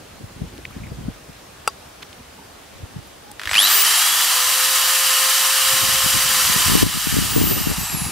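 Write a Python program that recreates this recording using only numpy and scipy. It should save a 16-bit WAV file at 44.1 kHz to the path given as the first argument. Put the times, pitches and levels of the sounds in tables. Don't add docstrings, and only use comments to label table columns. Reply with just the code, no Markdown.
import sys
import numpy as np
from scipy import signal
from scipy.io import wavfile
from scipy.ndimage import uniform_filter1d

SR = 44100
rng = np.random.default_rng(int(sys.argv[2]) if len(sys.argv) > 2 else 0)


def log_audio(samples):
    frames = np.atleast_2d(samples).T
    limited = np.clip(frames, -1, 1)
    pcm = np.round(limited * 32767).astype(np.int16)
    wavfile.write(sys.argv[1], SR, pcm)


def level_to_linear(level):
    exponent = np.asarray(level, float) / 20
    return 10 ** exponent


N = 357651

SPIN_S, RELEASE_S = 3.553, 6.98
DUCK_S = 6.832
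EDGE_HZ = 15740


def evened(x):
    return x / np.sqrt(np.mean(x ** 2) + 1e-20)


def read(points, hz):
    f, value = np.transpose(points)
    return np.interp(np.log(hz + 1), np.log(f + 1), value)


def curves(rows):
    s, *columns = np.transpose(rows)
    return [np.interp(np.arange(N) / SR, s, c) for c in columns]


def add(mix, s, sound):
    part = mix[..., round(s * SR):][..., :sound.shape[-1]]
    part += sound[..., :part.shape[-1]]


def drift(span_s):
    size = max(int(span_s * SR), 2)
    return evened(uniform_filter1d(uniform_filter1d(rng.standard_normal(N), size), size))


def low_cut(x, hz):
    return signal.sosfilt(signal.butter(2, hz, "high", fs=SR, output="sos"), x)


def resonate(x, hz, width):
    turn = np.exp(2j * np.pi * hz * np.arange(x.shape[-1]) / SR)
    r = np.exp(-np.pi * width / SR)
    return 2 * (turn * signal.lfilter([1 - r], [1, -r], x / turn)).real


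def hiss(colour_db, same, patchy_db):
    frames, hz = N // 256 + 5, np.fft.rfftfreq(1024, 1 / SR)
    a, b, c, d, patches = rng.standard_normal((frames, 513, 5)).T
    patches = uniform_filter1d(uniform_filter1d(patches, size=10, axis=0), size=12, axis=1)
    patches = evened(patches)
    same = np.clip(read(same, hz), -1, 1)[:, None]
    left = a + 1j * b
    right = same * left + np.sqrt(1 - same ** 2) * (c + 1j * d)
    z = np.array([left, right])
    z *= level_to_linear(colour_db(hz[:, None], np.arange(frames) * 256 / SR) + patchy_db * patches)
    return evened(signal.istft(z, nperseg=1024, noverlap=768)[1][:, :N])


# time in seconds, shaft speed in Hz.
SHAFT_SPEED = [(3.553, 184), (3.59, 266.7), (3.63, 311), (3.66, 339), (3.7, 365), (3.79, 410), (3.9, 443),
               (4.15, 487), (4.4, 507.4), (4.7, 520.5), (5.6, 527), (6.1, 527.5), (6.5, 511), (7.0, 502.5),
               (7.3, 425), (7.53, 379.5), (7.8, 332.4), (8.11, 281)]


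def drill():
    t = np.arange(N) / SR
    speed = curves(SHAFT_SPEED)[0]
    turns = np.cumsum(speed * (1 + 0.000605 * drift(0.0166))) / SR
    throb = np.cos(np.pi * 100.3 * (t - 3.592)) ** 2
    out = roar(t, turns, throb) + whines(t, speed, turns)
    return out + squeal(t, speed, throb) + knocks()


# centre in Hz, width in Hz, level in dB.
SHELL_MODES = [(1258, 99, 1.5), (1800, 130, 1.0), (3930, 170, 0.0), (4820, 510, 0.5), (5590, 800, -2.5),
               (7500, 340, -2.0), (8760, 440, -4.0), (10360, 250, -1.0), (11480, 120, 0.0),
               (11700, 250, -12), (13500, 450, -7), (14900, 440, 3.5)]
# centre in Hz, width in Hz, level in dB.
ECHO_NOTCHES = [(2490, 72, -2.5), (3500, 90, -2), (5155, 146, -7), (7200, 120, 2), (8900, 160, 0),
                (10230, 150, -6), (10930, 210, -4.5), (11660, 110, -8), (12700, 250, -0.5)]
# frequency in Hz, level in dB.
ROAR_COLOUR = [(150, -24), (400, -28), (700, -8.5), (1100, -2.5), (3000, -4), (7000, -5), (12000, -5),
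               (16000, -19)]


def housing_db(hz, t):
    lift = np.clip((t - 7.12) / 0.85, 0, 1)
    bumps = sum(level_to_linear(2 * db - 6) / (1 + (2 * (hz - f) / width) ** 2) for f, width, db in SHELL_MODES)
    hollow_hz, hollow_width = 3020 - 455 * lift ** 2.3, 380 - 120 * lift
    hollow_db = 0.5 - 2.7 * np.clip((3.71 - t) / .04, 0, 1) + 1.47 * lift * (1 - lift) * 4.4
    bumps = bumps + level_to_linear(2 * hollow_db) / (1 + (2 * (hz - hollow_hz) / hollow_width) ** 2)
    dips_db = sum(db * np.exp(-((hz - f) / width) ** 2) for f, width, db in ECHO_NOTCHES)
    uncovered_db = 9 * lift ** 0.58 * np.exp(-((hz - 850) / 250) ** 2)
    treble_loss_db = 4.0 * lift ** 1.1 / (1 + (12800 / (hz + 1)) ** 16)
    early_top_db = 20 * (t < 3.6) * (hz > 15000)
    tilt_db = uncovered_db - treble_loss_db - early_top_db
    return read(ROAR_COLOUR, hz) + 10 * np.log10(0.27 + 1.77 * bumps) + dips_db + tilt_db


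# time in seconds, level in dB.
ROAR_LEVEL = [(3.39, -47), (3.49, -35), (3.54, -26.5), (3.58, -19), (3.66, -18), (3.72, -16.5), (3.8, -18),
              (4.18, -20), (5.2, -19.5), (6.65, -20), (6.83, -22), (7.2, -25), (7.48, -28), (8.11, -32)]
# frequency in Hz, left-right likeness from -1 to 1.
ROAR_LIKENESS = [(130, 0.028), (290, 0), (640, 1), (1410, 0.94), (2400, 1), (3400, 0.87), (4500, 0.74),
                 (5800, 0.79), (8200, 0.56), (11000, 0.41), (13300, 0.82), (14200, 0.54), (16000, 0.9)]


def roar(t, turns, throb):
    noise = hiss(housing_db, ROAR_LIKENESS, patchy_db=0.5)
    low = signal.sosfiltfilt(signal.butter(2, 7000, fs=SR, output="sos"), noise)
    dull_db = -10 * np.exp(-np.maximum(t - 3.58, 0) / 0.12)
    noise = evened(low) + level_to_linear(dull_db) * evened(noise - low)
    wobble = .05 * np.cos(2 * np.pi * turns) + .05 * np.cos(np.pi * turns)
    early = np.clip((3.75 - t) / 0.22, 0, 1)
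    beat = 1 + wobble + 0.38 * early * (t > SPIN_S) * (2 * throb - 1)
    recovery = np.clip(1 - (t - DUCK_S) / 0.34, 0, 1)
    duck_db = -6.5 * np.clip((t - DUCK_S) / 0.0033, 0, 1) * recovery
    running = np.clip((t - 3.385) / .01, 0, 1)
    return noise * beat * level_to_linear(curves(ROAR_LEVEL)[0] + duck_db + 0.49 * drift(0.014)) * running


def spun_up(t):
    return np.clip((t - SPIN_S) / 0.0039, 0, 1)


# tone in Hz, level in dB rms.
UNBALANCE = [(280, -48), (320, -47), (425, -43.5), (465, -62), (490, -53), (511, -45), (520, -41.5),
             (528, -38)]
# tone in Hz, level in dB rms.
FIELD = [(450, -59), (560, -41), (640, -50), (920, -50), (980, -40), (1015, -36), (1060, -37)]
# tone in Hz, level in dB rms.
BARS = [(6300, -40), (7600, -27), (8400, -40), (9250, -25), (9700, -27), (10100, -36), (10550, -23),
        (10950, -28), (11200, -38), (11500, -31), (12100, -50)]
# tone in Hz, level in dB rms.
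BLADES = [(8600, -54), (9400, -28), (11200, -19), (11700, -22), (12200, -19), (12650, -37), (13300, -20),
          (14300, -16), (16000, -21)]
# tone in Hz, level in dB rms.
GEAR = [(2600, -50), (2900, -32), (3150, -27), (3450, -29), (3550, -50)]
# tone in Hz, level in dB rms.
BARS_COASTING = [(6800, -37), (7250, -40), (7500, -35), (7850, -38), (8100, -52), (10000, -50),
                 (10600, -40), (11200, -50)]
# tone in Hz, level in dB rms.
BLADES_COASTING = [(10400, -35), (11300, -29), (11650, -42), (11900, -33), (12300, -32), (12600, -45),
                   (12950, -36), (14000, -25), (15400, -26), (15800, -31)]
# tone in Hz, level in dB rms.
BARS_TWICE = [(9500, -50), (10400, -24), (11200, -29), (11700, -55)]
# tone in Hz, level in dB rms.
SIDEBAND = [(9700, -65), (10050, -27), (10900, -26), (11400, -60)]


def whines(t, speed, turns):
    coasting = np.maximum(t - RELEASE_S, 0)
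    bitten_db = -57 * np.maximum(t - 6.6, 0)
    late_db = -15 * (t > DUCK_S)
    powered_db = -90. * (coasting > 0)
    freed_db = -90 - powered_db
    field_db = 0.48 * late_db - 200 * coasting
    orders = [(1.001, UNBALANCE, bitten_db), (2.008, FIELD, field_db),
              (24, BARS, powered_db), (37, BLADES, powered_db), (7, GEAR, powered_db),
              (24, BARS_COASTING, freed_db), (37, BLADES_COASTING, freed_db),
              (48, BARS_TWICE, 0), (36, SIDEBAND, late_db)]
    out = np.zeros((2, N))
    for order, shell, off_db in orders:
        audible = np.clip((EDGE_HZ + 300 - order * speed) / 200, 0, 1)
        db = read(shell, order * speed) + off_db + 2.0 * drift(0.041)
        level = np.sqrt(2) * level_to_linear(db + [[.8], [-.8]])
        out += level * spun_up(t) * audible * np.sin(2 * np.pi * order * turns)
    return out


# tone in Hz, level in dB rms.
PINION = [(2250, -23), (2520, -16.5), (2800, -17.5), (3210, -10), (3600, -24.5), (4100, -18), (4300, -28),
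          (4450, -75)]


def squeal(t, speed, throb):
    teeth_hz = 12.1 * speed
    level = level_to_linear(read(PINION, teeth_hz)) * spun_up(t) * (t <= RELEASE_S) * (0.1 + throb ** 1.4)
    hz = (teeth_hz ** -16. + 4260 ** -16.) ** (-1 / 16)
    return 2.8 * level * np.sin(2 * np.pi * np.cumsum(hz) / SR)


# start in seconds, peak in dB, pitch in Hz, brightness in dB.
KNOCKS = [(3.3952, -22.5, 1800, -19), (3.4148, -21.5, 1770, -20), (3.4337, -20.5, 1840, -18),
          (3.4552, -16, 1960, -14), (3.473, -15.5, 1760, -13), (3.4924, -16, 1810, -14),
          (3.512, -10.5, 1370, -16), (3.532, -9.5, 1800, -12), (3.542, -10, 2480, -8),
          (3.5527, -7, 2100, -8)]


def knocks():
    out = np.zeros((2, N))
    u = np.arange(1300) / SR
    blow_shape = level_to_linear(-60 * np.maximum(u - .001, 0) / 0.02)
    rebound_shape = 0.33 * (u > .008) * level_to_linear(-60 * (u - .008) / 0.02)
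    for s, db, knock_hz, bright_db in KNOCKS:
        blow = rng.standard_normal((3, len(u))) * (blow_shape + rebound_shape)
        blow[0, 24] += 4
        rattle = blow[0] + 0.42 * blow[1:]
        rattle = low_cut(low_cut(rattle * np.minimum(u / .0006, 1), 620), 620)
        body = 3.6 * resonate(resonate(rattle, knock_hz, 1800), knock_hz, 2000)
        shell = resonate(resonate(rattle, 3000, 3000), 3200, 3300)
        bright = level_to_linear(bright_db) * resonate(resonate(rattle, 8500, 7000), 8500, 7000)
        add(out, s, level_to_linear(db - 6) * (body + shell + bright))
    return out


# pitch in Hz, level in dB, 60 dB decay in seconds.
TIN_MODES = [(443, -7.5, 0.024), (863, -1.5, .03), (1108, -7, 0.059), (1330, 4.5, 0.024), (2730, 0, 0.02),
             (3600, -18, 0.052), (4400, -32, 0.036), (4790, -7.5, 0.054), (5880, -11.5, 0.021),
             (7900, -7, 0.027), (10400, -17, 0.022), (10520, -7, 0.022)]
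# start in seconds, peak in dB.
TOUCH = (1.676, -2.2)


def lid():
    u = np.arange(3000) / SR
    ring = np.zeros(len(u))
    for k, (hz, db, t60) in enumerate(TIN_MODES):
        ring += (-1) ** k * level_to_linear(db - 60 * u / t60) * np.sin(2 * np.pi * hz * u)
    ring = low_cut(ring * (1 - np.exp(-u / 0.00021)), 230)
    crack = 0.17 * resonate(rng.standard_normal(len(u)), 3900, 10000) * level_to_linear(-60 * u / 0.031)
    ring = ring / abs(ring).max() + crack
    out = np.zeros((2, N))
    add(out, TOUCH[0], level_to_linear(TOUCH[1]) * np.array([ring, 0.67 * ring]))
    return out


# centre time in seconds, peak in dB,
# centre in Hz, length in seconds, width as a share of the centre.
TICKS = [(0.59, -28, 330, 0.021, .5), (0.6532, -16, 2340, 0.0033, 0.41), (0.58, -31, 3000, .002, 1.2),
         (.657, -37, 2300, 0.0086, .4), (.709, -36, 1100, .012, 0.55), (0.81, -41, 2300, .008, .25),
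         (0.87, -33, 1800, .005, .5), (0.73, -47, 2400, .02, .2), (.71, -44, 11000, .012, .5),
         (0.84, -38, 2250, 0.02, 0.18), (0.86, -45, 2250, 0.05, .3), (.892, -47, 2400, .025, .25),
         (1.7, -34, 5500, .004, .5), (2.029, -25.5, 2700, 0.012, 1.2), (2.402, -43, 900, .1, 0.12),
         (.79, -40, 1800, 0.0091, .2), (3.505, -26, 7900, .02, .04), (3.521, -26, 7800, .02, .04),
         (.78, -43, 1400, .16, 1.3), (2.13, -31.5, 3200, 0.0057, 0.53), (3.075, -43, 11500, .012, .4),
         (3.285, -39.5, 830, 0.15, 0.05), (3.317, -26, 9000, 0.003, .15), (3.3155, -26, 7100, .0025, 1.5),
         (3.54, -31, 13000, .004, .3)]


def handling():
    out = np.zeros((2, N))
    u = np.arange(4000) / SR - .045
    for s, db, hz, length, share in TICKS:
        noise = rng.standard_normal((3, 4000))
        window = np.exp(-.5 * (u / (length / 3)) ** 2)
        grains = noise[0] + 0.57 * noise[1:]
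        burst = resonate(resonate(grains, hz, share * hz), hz, share * hz)
        add(out, s - .045, level_to_linear(db - 6) * evened(burst) * window)
    return out


# time in seconds, common level in dB, opposed level relative to it in dB.
BREEZE = [(0, -46, -15), (.3, -42, -13), (.55, -40.5, -18), (1.05, -34.5, -10), (1.2, -46.5, -17),
          (2.1, -47.5, -23), (2.7, -48.5, -9), (3.8, -55.5, 1), (5.55, -59, -5), (5.66, -42, 0.5),
          (6.45, -37.5, -2), (6.75, -37, 2), (7.02, -41.5, -2), (7.2, -36, 8), (7.42, -32, -2),
          (7.6, -34, 1), (7.87, -35.5, -9), (8.05, -37, -1)]
# time in seconds,
# common level in dB, pitch in Hz.
HEAD_ON = [(0.21, -32.5, 217), (0.244, -27.5, 137), (0.367, -36, 150), (0.42, -16.5, 169),
           (0.444, -25, 210), (0.709, -41, 240), (0.769, -24, 250), (.803, -31, 130), (.82, -31, 150),
           (0.839, -31, 170), (.87, -33, 150), (0.922, -22, 162), (0.989, -24, 170), (1.012, -29, 260),
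           (1.04, -32, 200), (1.061, -27, 150), (1.087, -16, 260), (1.297, -33, 190), (2.808, -38, 160),
           (2.837, -24, 133), (2.966, -23.5, 148), (2.99, -27, 120), (3.47, -31, 90), (3.52, -34, 100),
           (5.74, -31, 150), (5.836, -26, 150), (5.925, -29, 160), (6.26, -30, 170)]
# time in seconds, common level in dB, opposed level in dB.
ACROSS = [(5.89, -28, -20), (6.045, -30, -25), (6.064, -22, -17), (6.152, -28, -22), (6.167, -27, -16),
          (6.501, -32, -16), (6.564, -19, -17), (6.665, -23, -28), (6.686, -18, -13), (6.7, -20, -12),
          (6.721, -17, -10), (6.737, -22, -11), (6.755, -20, -3), (6.773, -25, -9), (6.806, -30, -15),
          (6.831, -10.5, 0.5), (6.868, -26, -12), (6.95, -33, -21), (6.962, -32, -26), (6.976, -40, -17),
          (7.073, -26, -11), (7.128, -38, -12), (7.143, -31, -16), (7.17, -22, -6.5), (7.189, -17, -8),
          (7.226, -24, -16), (7.252, -28, -18), (7.27, -31, -25), (7.284, -35, -31), (7.311, -30, -31),
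          (7.327, -31, -24), (7.366, -17, -2), (7.384, -22, -7), (7.401, -29, -13), (7.417, -18, -3),
          (7.442, -20, -8), (7.456, -26, -19), (7.472, -28, -12), (7.503, -33, -16), (7.515, -30, -9.5),
          (7.529, -37, -15), (7.548, -29, -21), (7.566, -26, -20), (7.58, -26, -17), (7.616, -32, -19),
          (7.636, -32, -32), (7.673, -16.5, -7.5), (7.703, -23, -12), (7.717, -27, -13), (7.785, -18, -18),
          (7.817, -34, -21), (7.836, -26, -22), (7.928, -33, -24), (7.948, -19, -17), (7.973, -25, -22),
          (8.021, -19, -19), (8.05, -28, -27), (8.067, -22, -21)]
# frequency in Hz, level in dB.
COMMON_COLOUR = [(20, 3), (60, 10), (120, -3.5), (220, -3), (400, -16.5), (800, -29), (1600, -56)]
# frequency in Hz, level in dB.
OPPOSED_COLOUR = [(20, -28), (80, 12.5), (150, 11.5), (300, 3), (550, -10.5), (950, -35), (1600, -55)]


def wind():
    breeze_db, relative_db = curves(BREEZE)
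    swell = level_to_linear([breeze_db + 2.8 * drift(0.015), breeze_db + relative_db + 5.4 * drift(0.015)])
    strikes, u = np.zeros((2, N)), np.arange(-2000, 2000) / SR
    buffets = [(s, db, db - 2.5, 1.07 * hz, .5) for s, db, hz in HEAD_ON]
    buffets += [(s, db, opposed_db, 310 + 6 * opposed_db, .4) for s, db, opposed_db in ACROSS]
    gust = 0.25 * np.exp(-np.where(u < 0, -u / 0.0077, u / 0.011)) + 0.051 * np.exp(-.5 * (u / 0.02) ** 2)
    edge_shape = np.exp(-.5 * (u / 0.00087) ** 2)
    lucks = rng.random((len(buffets), 2, 1))
    for (s, common_db, opposed_db, hz, cycles), luck in zip(buffets, lucks):
        hz, size = hz * np.array([[.7], [1.05]]), level_to_linear([[common_db], [opposed_db]])
        wave = np.cos(2 * np.pi * (hz * u + 0.36 * luck - .2)) * np.exp(-.5 * (u * hz / cycles) ** 2)
        add(strikes, s + u[0] - .0012, 1.1 * size * wave)
        leading_edge = np.cos(2 * np.pi * (520 * u + luck[0])) * edge_shape
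        add(strikes[1], s + u[0] - .002, 0.38 * size[1] * leading_edge)
        add(swell, s + u[0], size * gust)

    def colour_db(hz, t):
        return np.array([read(COMMON_COLOUR, hz), read(OPPOSED_COLOUR, hz)])

    rumble = hiss(colour_db, [(20, 0), (2000, 0)], patchy_db=4.0)
    rumble /= uniform_filter1d(rumble ** 2, size=900) ** 0.54 + 0.054
    bright = np.array([[6.], [3.]]) * swell[1]
    rumble += bright * low_cut(low_cut(rumble, 180), 180)
    common, opposed = strikes + swell * rumble
    common, opposed = low_cut(common, 47.0), low_cut(opposed, 90)
    leak = np.cumsum(opposed) * 2 * np.pi * 40 / SR
    sharp = .22 * (opposed - uniform_filter1d(opposed, size=200))
    common = common + leak + sharp
    left = level_to_linear(-2.0) * common + level_to_linear(-1.2) * opposed
    right = level_to_linear(-0.5) * common - level_to_linear(-0.8) * opposed
    return np.array([left, right])


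# frequency in Hz, level in dB per Hz.
YARD_COLOUR = [(18, -40), (30, -9), (98, -6.5), (584, -2), (801, -3.5), (913, -5), (1760, -8.5),
               (2060, -10), (3400, -11.5), (10500, -18), (16000, -23.5)]
# frequency in Hz, left-right likeness from -1 to 1.
YARD_LIKENESS = [(60, 0.83), (130, 0.85), (290, 0.49), (640, 0.015), (1410, 0.41), (3100, 0.42),
                 (6820, 0.068), (15000, -0.16)]


def yard():
    sag_db = -2 * np.maximum(np.arange(N) / SR - 3.7, 0)
    return hiss(lambda hz, t: read(YARD_COLOUR, hz), YARD_LIKENESS, patchy_db=1) * level_to_linear(-42.5 + sag_db)


def scene():
    return drill() + lid() + handling() + wind() + yard()


def roll_off(x):
    return signal.sosfilt(signal.butter(12, 17030, fs=SR, output="sos"), x)


def record(dry):
    rounded = dry / (1 + abs(dry) ** 6) ** (1 / 6)
    held = low_cut(rounded, 30) * .93
    edge = signal.firwin(2047, EDGE_HZ, window=("kaiser", 12), fs=SR)
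    mix = signal.oaconvolve(held, edge[None], "same")
    return roll_off(mix)


dry = scene()
out = record(dry)
log_audio(out)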